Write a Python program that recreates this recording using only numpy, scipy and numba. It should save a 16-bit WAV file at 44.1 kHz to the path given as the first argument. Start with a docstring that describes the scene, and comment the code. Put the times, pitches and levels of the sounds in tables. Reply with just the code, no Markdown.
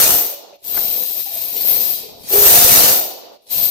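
"""In a low, bare gym with a rubber floor, a bundle of heavy steel chains drops onto its pile, is lifted off,
shaken overhead and let down again; a short last rattle follows. Hundreds of link collisions a second each
give a dry tick and a high ring, with dull knocks from further impacts; strands slap and a few links snap.
The bundle lands with a low clang of decaying sines. The stereo pickup takes each source close or distant
by its share of the room's tail; the recorder softens quiet passages and cuts the extreme treble."""
import sys
import numpy as np
from scipy import signal
from scipy.fft import rfft, irfft, next_fast_len
from scipy.io import wavfile
from scipy.ndimage import uniform_filter1d
from numba import njit

SR = 44100
rng = np.random.default_rng(int(sys.argv[2]) if len(sys.argv) > 2 else 0)


def inscribe(sig):
    """Save sig as 16-bit PCM at rate SR to the path in sys.argv[1].

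    A 1-D sig is mono; a 2-D sig holds one channel per row.
    Samples are clipped to [-1, 1] before scaling.
    """
    pcm = np.round(np.clip(np.atleast_2d(sig).T, -1, 1) * 32767)
    wavfile.write(sys.argv[1], SR, pcm.astype(np.int16))


N = 163170
T = np.arange(N) / SR
LINKS = 120  # different links to draw from
MAX_HITS = 20000
LN_60_DB = np.log(1000)  # a t60 is the time to fall by 60 dB


def undb(db):
    """Decibels to gain."""
    return 10 ** (np.asarray(db) / 20)


def unit(x):
    """Scale to rms 1."""
    return x / np.sqrt(np.mean(x ** 2))


def lookup(table, hz):
    """Read (f/Hz, value) points on a log-frequency axis."""
    f, value = np.array(table, float).T
    return np.interp(np.log(hz + 1e-9), np.log(f), value)


def colour(x, table):
    """Filter by (f/Hz, level/dB) points, without phase shift."""
    size = next_fast_len(N + 8192, True)
    gain = undb(lookup(table, np.fft.rfftfreq(size, 1 / SR)))
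    return irfft(rfft(x, size) * gain, size)[..., :N]


def convolve(x, response):
    """Play x through a stereo response."""
    return signal.fftconvolve(np.atleast_2d(x), response, axes=-1)[:, :N]


def in_room(x, room, wet_db):
    """Direct sound plus reverberation at constant power; a higher wet_db sounds more distant."""
    wet = undb(wet_db)
    return (x + wet * convolve(x, room)) / np.hypot(1, wet)


def place(x, table):
    """Share the sound between left and right by (f/Hz, left minus right level/dB) points."""
    left = colour(x[0], [(hz, db / 2) for hz, db in table])
    right = colour(x[1], [(hz, -db / 2) for hz, db in table])
    return np.array([left, right])


def level_curve(times, db):
    """Gain that moves between dB points, and is silent outside them."""
    return undb(np.interp(T, times, db, left=-120, right=-120))


def effort(moves):
    """Gains of ring, tick and knock, summed over a list of movements."""
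    tables = [np.array(move) for move in moves]
    return [sum(level_curve(m[:, 0], m[:, column]) for m in tables) for column in (1, 2, 3)]


def collisions(per_s, scatter_db):
    """Impacts at random times with scattered force, as rows (sample, force, which link 0-1)."""
    draws = rng.random((MAX_HITS, 3))
    times = np.cumsum(-np.log(1 - draws[:, 0])) / per_s
    force = undb(scatter_db * np.minimum(-np.log(1 - draws[:, 1]), np.pi))
    return np.column_stack([times * SR, force, draws[:, 2]])[times < N / SR]


# tick gain, before its trim, at which all links collide; least share that collides in quiet passages
BUSY_DB, IDLE_SHARE = -30, 0.32


def thinned(hits, gain):
    """As the chain slows, fewer links collide, and each stands out more."""
    gain_at_hit = gain[hits[:, 0].astype(int)]
    share = np.clip(np.sqrt(gain_at_hit / undb(BUSY_DB)), IDLE_SHARE, 1)
    kept = rng.random(MAX_HITS)[:len(hits)] < share
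    return np.column_stack([hits[:, 0], hits[:, 1] / np.sqrt(share), hits[:, 2]])[kept]


@njit
def strike(hits, responses):
    """Every impact plays the stereo response of its link, scaled by its force."""
    out = np.zeros((2, N + responses.shape[2]))
    for start, force, link in hits:
        for c in range(2):
            response = responses[int(link * len(responses)), c]
            part = out[c, int(start):]
            for i in range(len(response)):
                part[i] += force * response[i]
    return out[:, :N]


CONTACT_RISE_S = 0.00034  # links slide into contact


def crack(hits, decay_s):
    """Each impact is a short noise burst whose shape differs from link to link and side to side."""
    t = T[:1024]
    envelope = np.exp(-t / decay_s) * (1 - np.exp(-t / CONTACT_RISE_S))
    return unit(strike(hits, rng.standard_normal((LINKS, 2, len(t))) * envelope))


def clink(hits, t60, count):
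    """Touching links ring briefly at scattered pitches, mostly below the high ring."""
    t = T[:4096]
    hz = rng.uniform(1800, 12000, (count, LINKS, 1, 1))
    cycles = hz * t + rng.random((count, LINKS, 2, 1))
    tones = np.sin(2 * np.pi * cycles).sum(axis=0)
    return unit(strike(hits, tones * np.exp(-LN_60_DB * t / t60)))


# ringing modes of a link: f/Hz
LINK_HZ = [12910, 13340, 13790, 14110, 14430, 15130]
# the same modes: spread between links f/Hz, relative level/dB, t60 t/s at a damping of 1
LINK_MODES = [(34, -4, 0.1), (99, -0.5, 0.043), (66.6, -3, 0.078), (98, -3, 0.026), (99, -0.5, 0.063),
              (122, -11.5, 0.042)]
RING_ATTACK_S = 0.00052


def ring(hits, damping):
    """Each link rings on its own slightly shifted set of modes; damping scales the rate of decay."""
    t, responses = T[:3072], 0
    attack = 1 - np.exp(-t / RING_ATTACK_S)
    for hz, (spread, db, t60) in zip(LINK_HZ, LINK_MODES):
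        own_hz = hz + spread * rng.standard_normal((LINKS, 1, 1))
        decay = np.exp(-LN_60_DB * t * damping / t60)
        envelope = undb(db) / np.sqrt(t60) * decay * attack
        cycles = own_hz * t + rng.random((LINKS, 2, 1))
        responses = responses + envelope * np.sin(2 * np.pi * cycles)
    return unit(strike(hits, responses))


# reverberation: f/Hz, t60 t/s
ROOM_T60 = [(60, 0.16), (200, 0.44), (550, 0.89), (1400, 0.3), (4000, 1), (6000, 0.69), (8500, 0.39),
            (14000, 0.32)]
ROOM_ONSET_S = .005  # gap before the tail


def room_response():
    """A diffuse stereo tail of noise bands, longest around 550 Hz and 4 kHz."""
    t, hz, out = T[:SR], np.arange(SR // 2 + 1), 0
    noise = rfft(rng.standard_normal((2, SR)))
    for f, t60 in ROOM_T60:
        share = lookup([(g, float(g == f)) for g, _ in ROOM_T60], hz)
        decay = np.exp(-LN_60_DB * t / t60)
        out = out + irfft(noise * share, SR) * decay * np.sqrt(2 * LN_60_DB / t60 / SR)
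    return out * (t > ROOM_ONSET_S)


# colour of the room air: f/Hz, relative level/dB
AIR_COLOUR = [(60, -4), (200, 4), (600, -1), (1500, -15.5), (5000, -9), (14000, -29.5)]
AIR_DB = -84


def room_air():
    """Faint steady noise of the bare room."""
    return undb(AIR_DB) * unit(colour(rng.standard_normal((2, N)), AIR_COLOUR))


# links pour onto the pile and settle: t/s, then ring, tick and knock level/dB before trims
POURS = [
    [(-.01, -4, -10.5, -23.5), (.05, -15.5, -16, -28), (.1, -12, -16.5, -22.5), (.206, -15.5, -26, -35.5),
     (.338, -31, -42.5, -49), (.45, -70, -72, -41.5), (.53, -68, -68, -49.5), (.57, -54, -74, -66)],
    [(2.27, -48, -42, -52), (2.297, -24, -34.5, -42), (2.344, -11, -21, -25.5), (2.472, -7, -14.5, -26),
     (2.582, -9.5, -13, -25), (2.716, -9.5, -12, -28), (2.86, -12, -14.5, -23.5),
     (2.932, -12.5, -19.5, -27), (3.006, -18, -30, -34.5), (3.13, -36, -46, -37.5), (3.24, -62, -75, -42.5),
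     (3.34, -62.5, -74, -44.5), (3.38, -81, -93, -85)],
]
# colour of contacts on the pile: f/Hz, relative level/dB
POUR_TICK = [(50, -38), (110, -21.5), (200, -3.5), (400, 0.5), (950, -2.5), (1300, 0), (1750, -2.5),
             (2500, -6), (3600, -2), (4300, 0), (4900, -1.5), (6100, 2), (7600, -1), (9800, 2),
             (11700, -2.5), (15500, -1)]
# colour of the dull knock on the floor: f/Hz, relative level/dB
POUR_KNOCK = [(70, -48), (130, -30), (220, -12), (340, -1), (500, 1.5), (720, 2.5), (1000, -6.5),
              (1500, -16.5), (3000, -42)]
# left minus right for sounds at the pile: f/Hz, level/dB
POUR_PAN = [(105, 7.5), (390, -3), (690, -6.5), (1290, 2.5), (2380, 4.5), (4300, 0), (8000, 2.3),
            (11600, -6.5), (12800, 4.5), (15100, 3)]


def piling_chain(room):
    """Links crash onto the heap: denser, harder and more damped than when hanging."""
    ringing, ticking, knocking = effort(POURS)
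    hits = thinned(collisions(per_s=2000, scatter_db=3.5), ticking)
    rings = undb(0.5) * ringing * ring(hits, damping=0.75)
    contact = crack(hits, decay_s=0.0013) + undb(-2.5) * clink(hits, t60=0.11, count=3)
    ticks = undb(3.0) * ticking * unit(colour(contact, POUR_TICK))
    thuds = crack(collisions(per_s=450, scatter_db=3.0), decay_s=0.007)
    knocks = undb(1.0) * knocking * unit(colour(thuds, POUR_KNOCK))
    bright = in_room(rings + ticks, room, wet_db=-5.5)
    return place(bright + in_room(knocks, room, wet_db=-2.0), POUR_PAN)


# weight of links bumping on the floor: t/s, level/dB before a trim
BUMPS = [(0, -32), (.15, -38.5), (.25, -54), (.33, -83), (.62, -71), (.68, -55), (.78, -46), (1.0, -55),
         (1.08, -66), (1.3, -73), (1.38, -54), (1.52, -57.5), (1.7, -51), (1.95, -55), (2.28, -50),
         (2.38, -34.5), (2.7, -27.5), (2.9, -33.5), (3.03, -51), (3.12, -69.5), (3.49, -69), (3.56, -44),
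         (3.7, -47)]
# colour of the bumps: f/Hz, relative level/dB
BUMP_COLOUR = [(25, -7.5), (55, -4.5), (90, -1), (150, -1.5), (260, -5), (400, -23.5), (800, -39)]


def bumps(room):
    """Links that drop on the rubber floor thump dully: short bursts with the treble filtered away."""
    times, db = np.array(BUMPS).T
    hits = collisions(per_s=220, scatter_db=1.5)
    thumps = unit(colour(crack(hits, decay_s=0.0032), BUMP_COLOUR))
    level = undb(np.interp(T, times, db) - 0.5)
    return place(in_room(level * thumps, room, wet_db=-8.5), POUR_PAN)


# whole strands slap together: t/s, level/dB before a trim, f/Hz
CLANKS = [(.321, -34, 569), (.527, -41, 570), (.773, -40, 715), (.849, -37.5, 656), (.999, -35.5, 506),
          (1.096, -44, 796), (1.15, -42, 645), (1.26, -38, 785), (1.31, -37.5, 695), (1.358, -34, 655),
          (1.547, -36.5, 448), (1.644, -39.5, 456), (1.709, -39, 412), (1.765, -34.5, 480),
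          (1.903, -40.5, 416), (2.032, -33.5, 437), (2.085, -40.5, 624), (2.385, -31.5, 730),
          (2.56, -19, 705), (2.655, -23.5, 509), (2.885, -27, 510), (3.23, -41, 498), (3.508, -44, 710),
          (3.575, -38, 663)]
# broad part of a slap: f/Hz, level/dB before CLANK_BROAD_DB
CLANK_BODY = [(40, -22.5), (200, -2.5), (900, 0), (1400, -9), (2500, 20), (5000, -13)]
CLANK_TRIM_DB, CLANK_BROAD_DB, CLANK_CLUSTER_DB = -1, -35, 0  # the cluster is the rattle beside the note
CLANK_RISE_S, CLANK_T60_S = 0.0025, 0.2  # time to make contact; decay by 60 dB
CLANK_WIDTH_HZ = 70  # half width of the cluster's peak at half amplitude
# left minus right for lifted strands: f/Hz, level/dB
LIFT_PAN = [(105, 16), (390, 4), (690, -6.5), (1290, 12), (2380, 4), (4300, -1.2), (8000, 2), (11600, -4.5),
            (12800, 9.5), (15100, 9.5)]


def clanks(room):
    """Strands slap together: a hollow note inside a quick cluster of knocks, made as shaped noise."""
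    t, out = T[:8192], np.zeros((2, N + 8192))
    f = np.fft.rfftfreq(len(t), 1 / SR)
    envelope = (1 - np.exp(-t / CLANK_RISE_S)) * np.exp(-LN_60_DB * t / CLANK_T60_S)
    broad = undb(CLANK_BROAD_DB + lookup(CLANK_BODY, f))
    for start, db, hz in CLANKS:
        shape = 1 / (1 + ((f - hz) / CLANK_WIDTH_HZ) ** 2) + broad
        cluster = unit(irfft(rfft(rng.standard_normal((2, len(t)))) * shape))
        note = np.sqrt(2) * np.sin(2 * np.pi * hz * t + np.pi * rng.random((2, 1)))
        slap = (note + undb(CLANK_CLUSTER_DB) * cluster) * envelope
        i = int(start * SR)
        out[:, i:i + len(t)] += undb(db + CLANK_TRIM_DB) * slap
    return place(in_room(out[:, :N], room, wet_db=-5.5), LIFT_PAN)


# hanging strands jostle while lifted: t/s, then ring, tick and knock level/dB before trims
LIFTS = [
    [(.57, -70, -70, -71), (.62, -59, -54.5, -69), (.646, -34, -37.5, -53), (.68, -24, -33, -46),
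     (.77, -17.5, -27, -39.5), (.87, -22.5, -30.5, -44.5), (1.0, -22, -31.5, -40.5),
     (1.09, -25, -32.5, -50.5), (1.19, -23, -31.5, -44.5), (1.25, -29, -36.5, -66),
     (1.38, -24.5, -30.5, -41.5), (1.49, -27, -34.5, -50), (1.58, -21.5, -31.5, -42),
     (1.7, -15, -25.5, -40.5), (1.9, -21.5, -29.5, -43), (2.0, -35, -37, -52), (2.06, -50, -56, -47.5),
     (2.15, -52, -60, -46), (2.26, -46, -36.5, -49), (2.32, -39, -29, -40)],
    [(3.38, -77, -69.5, -75.5), (3.435, -56, -57, -57.5), (3.485, -54, -44.5, -64), (3.515, -20, -28, -43),
     (3.574, -20, -25.5, -42.5), (3.65, -17, -27, -42), (3.71, -29, -40, -48)],
]
# colour of contacts between hanging links: f/Hz, relative level/dB
LIFT_TICK = [(100, -12), (200, -10.5), (400, -4.5), (950, -3.5), (1300, -15.5), (1750, -11), (2300, -7.5),
             (3300, -1), (4300, 1), (5800, 0), (7300, -4), (9800, 0.5), (12000, -3), (15500, -15)]
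# colour of the dull knock while hanging: f/Hz, relative level/dB
LIFT_KNOCK = [(120, -34), (220, -3.5), (320, -1.5), (480, 2.5), (720, 1), (1000, -9), (1500, -25),
              (3000, -51)]


def hanging_chain(room):
    """Free links jostle lightly and ring on, while separate impacts knock dully."""
    ringing, ticking, knocking = effort(LIFTS)
    hits = thinned(collisions(per_s=1100, scatter_db=3.5), ticking)
    rings = undb(1.5) * ringing * ring(hits, damping=0.64)
    contact = crack(hits, decay_s=0.0024) + undb(-1.5) * clink(hits, t60=0.1, count=3)
    ticks = undb(2.0) * ticking * unit(colour(contact, LIFT_TICK))
    thuds = crack(collisions(per_s=260, scatter_db=3.0), decay_s=0.005)
    knocks = undb(3.0) * knocking * unit(colour(thuds, LIFT_KNOCK))
    bright = in_room(rings + ticks, room, wet_db=1.5)
    return place(bright + in_room(knocks, room, wet_db=1.5), LIFT_PAN)


# a few links snap taut or strike hard, clear of the rattle: t/s, ring and tick level/dB before trims
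SNAPS = [(.644, -30, -45), (0.706, -22, -43), (.921, -15.5, -34), (1.12, -25, -35), (1.335, -22, -35),
         (1.407, -20, -31.5), (1.56, -17, -25), (1.611, -24, -36), (1.682, -14, -24), (1.807, -12, -24.5),
         (1.891, -13, -36), (2.288, -15, -27.5), (2.324, -9, -18.5), (2.699, -12, -18.5), (2.831, -17, -13),
         (3.173, -37, -46.5), (3.232, -49.5, -60), (3.325, -53, -56), (3.51, -24, -36.5)]
SNAP_REBOUND_S, SNAP_LOSS_DB = .005, 1  # mean time between rebounds, loss at each


def rebounds(column, count):
    """Each snap as a run of weakening impacts, rows (sample, force, which link 0-1)."""
    rows, draws = np.array(SNAPS), rng.random((len(SNAPS), 2, count))
    gaps = 2 * SNAP_REBOUND_S * draws[:, 0]
    times = rows[:, :1] + np.cumsum(gaps, axis=1) - gaps
    force = undb(rows[:, [column]] - SNAP_LOSS_DB * np.arange(count))
    return np.column_stack([times.ravel() * SR, force.ravel(), draws[:, 1].ravel()])


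def snaps(room):
    """Hard single strikes rebound a few times, each with a high ring and a lower clink."""
    high, low = rebounds(1, count=4), rebounds(2, count=4)
    # the norm of the forces restores the levels that rms scaling takes away
    rings = undb(-33) * np.linalg.norm(high[:, 1]) * ring(high, damping=0.47)
    contact = clink(low, t60=0.14, count=5) + undb(-13.5) * crack(low, decay_s=0.0012)
    ticks = undb(-29.5) * np.linalg.norm(low[:, 1]) * unit(colour(contact, LIFT_TICK))
    return place(in_room(rings + ticks, room, wet_db=0.5), LIFT_PAN)


# strands scrape over the floor as they leave it: t/s, level/dB
DRAG = [(.7, -66), (.775, -34.5), (.86, -52.5), (1.03, -56), (1.2, -79)]
# colour of the scrape: f/Hz, relative level/dB
DRAG_COLOUR = [(60, -17), (250, -3), (700, 1.5), (1300, 1.5), (2200, -3), (3500, -20), (8000, -25)]


def drag(room):
    """Links slide off the pile and clatter over the floor: uneven bursts, heard close."""
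    times, db = np.array(DRAG).T
    hits = collisions(per_s=270, scatter_db=7.5)
    clatter = unit(colour(crack(hits, decay_s=0.0059), DRAG_COLOUR))
    return place(in_room(level_curve(times, db) * clatter, room, wet_db=-15.5), LIFT_PAN)


# the lower part of the sound dips briefly: t/s, half length t/s, depth level/dB, below f/Hz
DIPS = [(1.07, 0.017, 8, 2200), (1.134, 0.013, 9, 2600), (1.242, 0.0095, 23, 2570), (1.957, 0.017, 7, 2400)]


def dipped(x):
    """The lower part of the sound drops away for moments, along bell-shaped dB curves."""
    for at, half_s, depth_db, hz in DIPS:
        low = signal.sosfiltfilt(signal.butter(4, hz, fs=SR, output="sos"), x)
        dip_db = -depth_db * np.exp(-((T - at) / half_s) ** 2)
        x = x - low * (1 - undb(dip_db))
    return x


# the bundle lands: t/s, level/dB
LANDINGS = [(2.306, -23.5), (2.334, -9.5), (2.475, -17)]
# what the blow rings with: f/Hz, relative level/dB, t60 t/s
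THUD_MODES = [(406.7, -1.5, .33), (448.5, -9, 0.65), (522, -14, 0.55), (106.4, -38, .17)]
THUD_RISE_S = 0.0028


def landing(room):
    """The weight of the bundle lands with a low clang: a few decaying modes per blow."""
    out = np.zeros(N)
    for start, db in LANDINGS:
        t = np.maximum(T - start, 0)
        rise = 1 - np.exp(-t / THUD_RISE_S)
        for hz, mode_db, t60 in THUD_MODES:
            decay = np.exp(-LN_60_DB * t / t60)
            out += rise * undb(db + mode_db) * np.sin(2 * np.pi * hz * t) * decay
    return place(in_room(out, room, wet_db=-1.5), POUR_PAN)


def scene():
    """Pile, bumps, slaps, hanging chain, snaps, drag and landing, over the faint air of the room."""
    room = room_response()
    air = room_air()
    on_floor = piling_chain(room) + bumps(room) + drag(room) + landing(room)
    lifted = clanks(room) + hanging_chain(room) + snaps(room)
    return dipped(on_floor + lifted) + air


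GATE_DB, GATE_KNEE_DB, GATE_DEPTH_DB = -44.5, 2.5, 6  # threshold, knee below it, greatest reduction
GATE_S = 0.027  # length of the level average
TOP_HZ = 15720


def record(dry):
    """The recorder turns quiet passages down, clips at full scale and cuts the top."""
    power = uniform_filter1d(np.mean(dry ** 2, axis=0), int(GATE_S * SR))
    level_db = 10 * np.log10(np.abs(power) + 1e-12)
    gate = undb(-GATE_DEPTH_DB * np.clip((GATE_DB - level_db) / GATE_KNEE_DB, 0, 1))
    top_cut = signal.ellip(10, .2, 70, TOP_HZ, fs=SR, output="sos")
    return signal.sosfilt(top_cut, np.clip(gate * dry, -1, 1))


dry = scene()
out = record(dry)
inscribe(out)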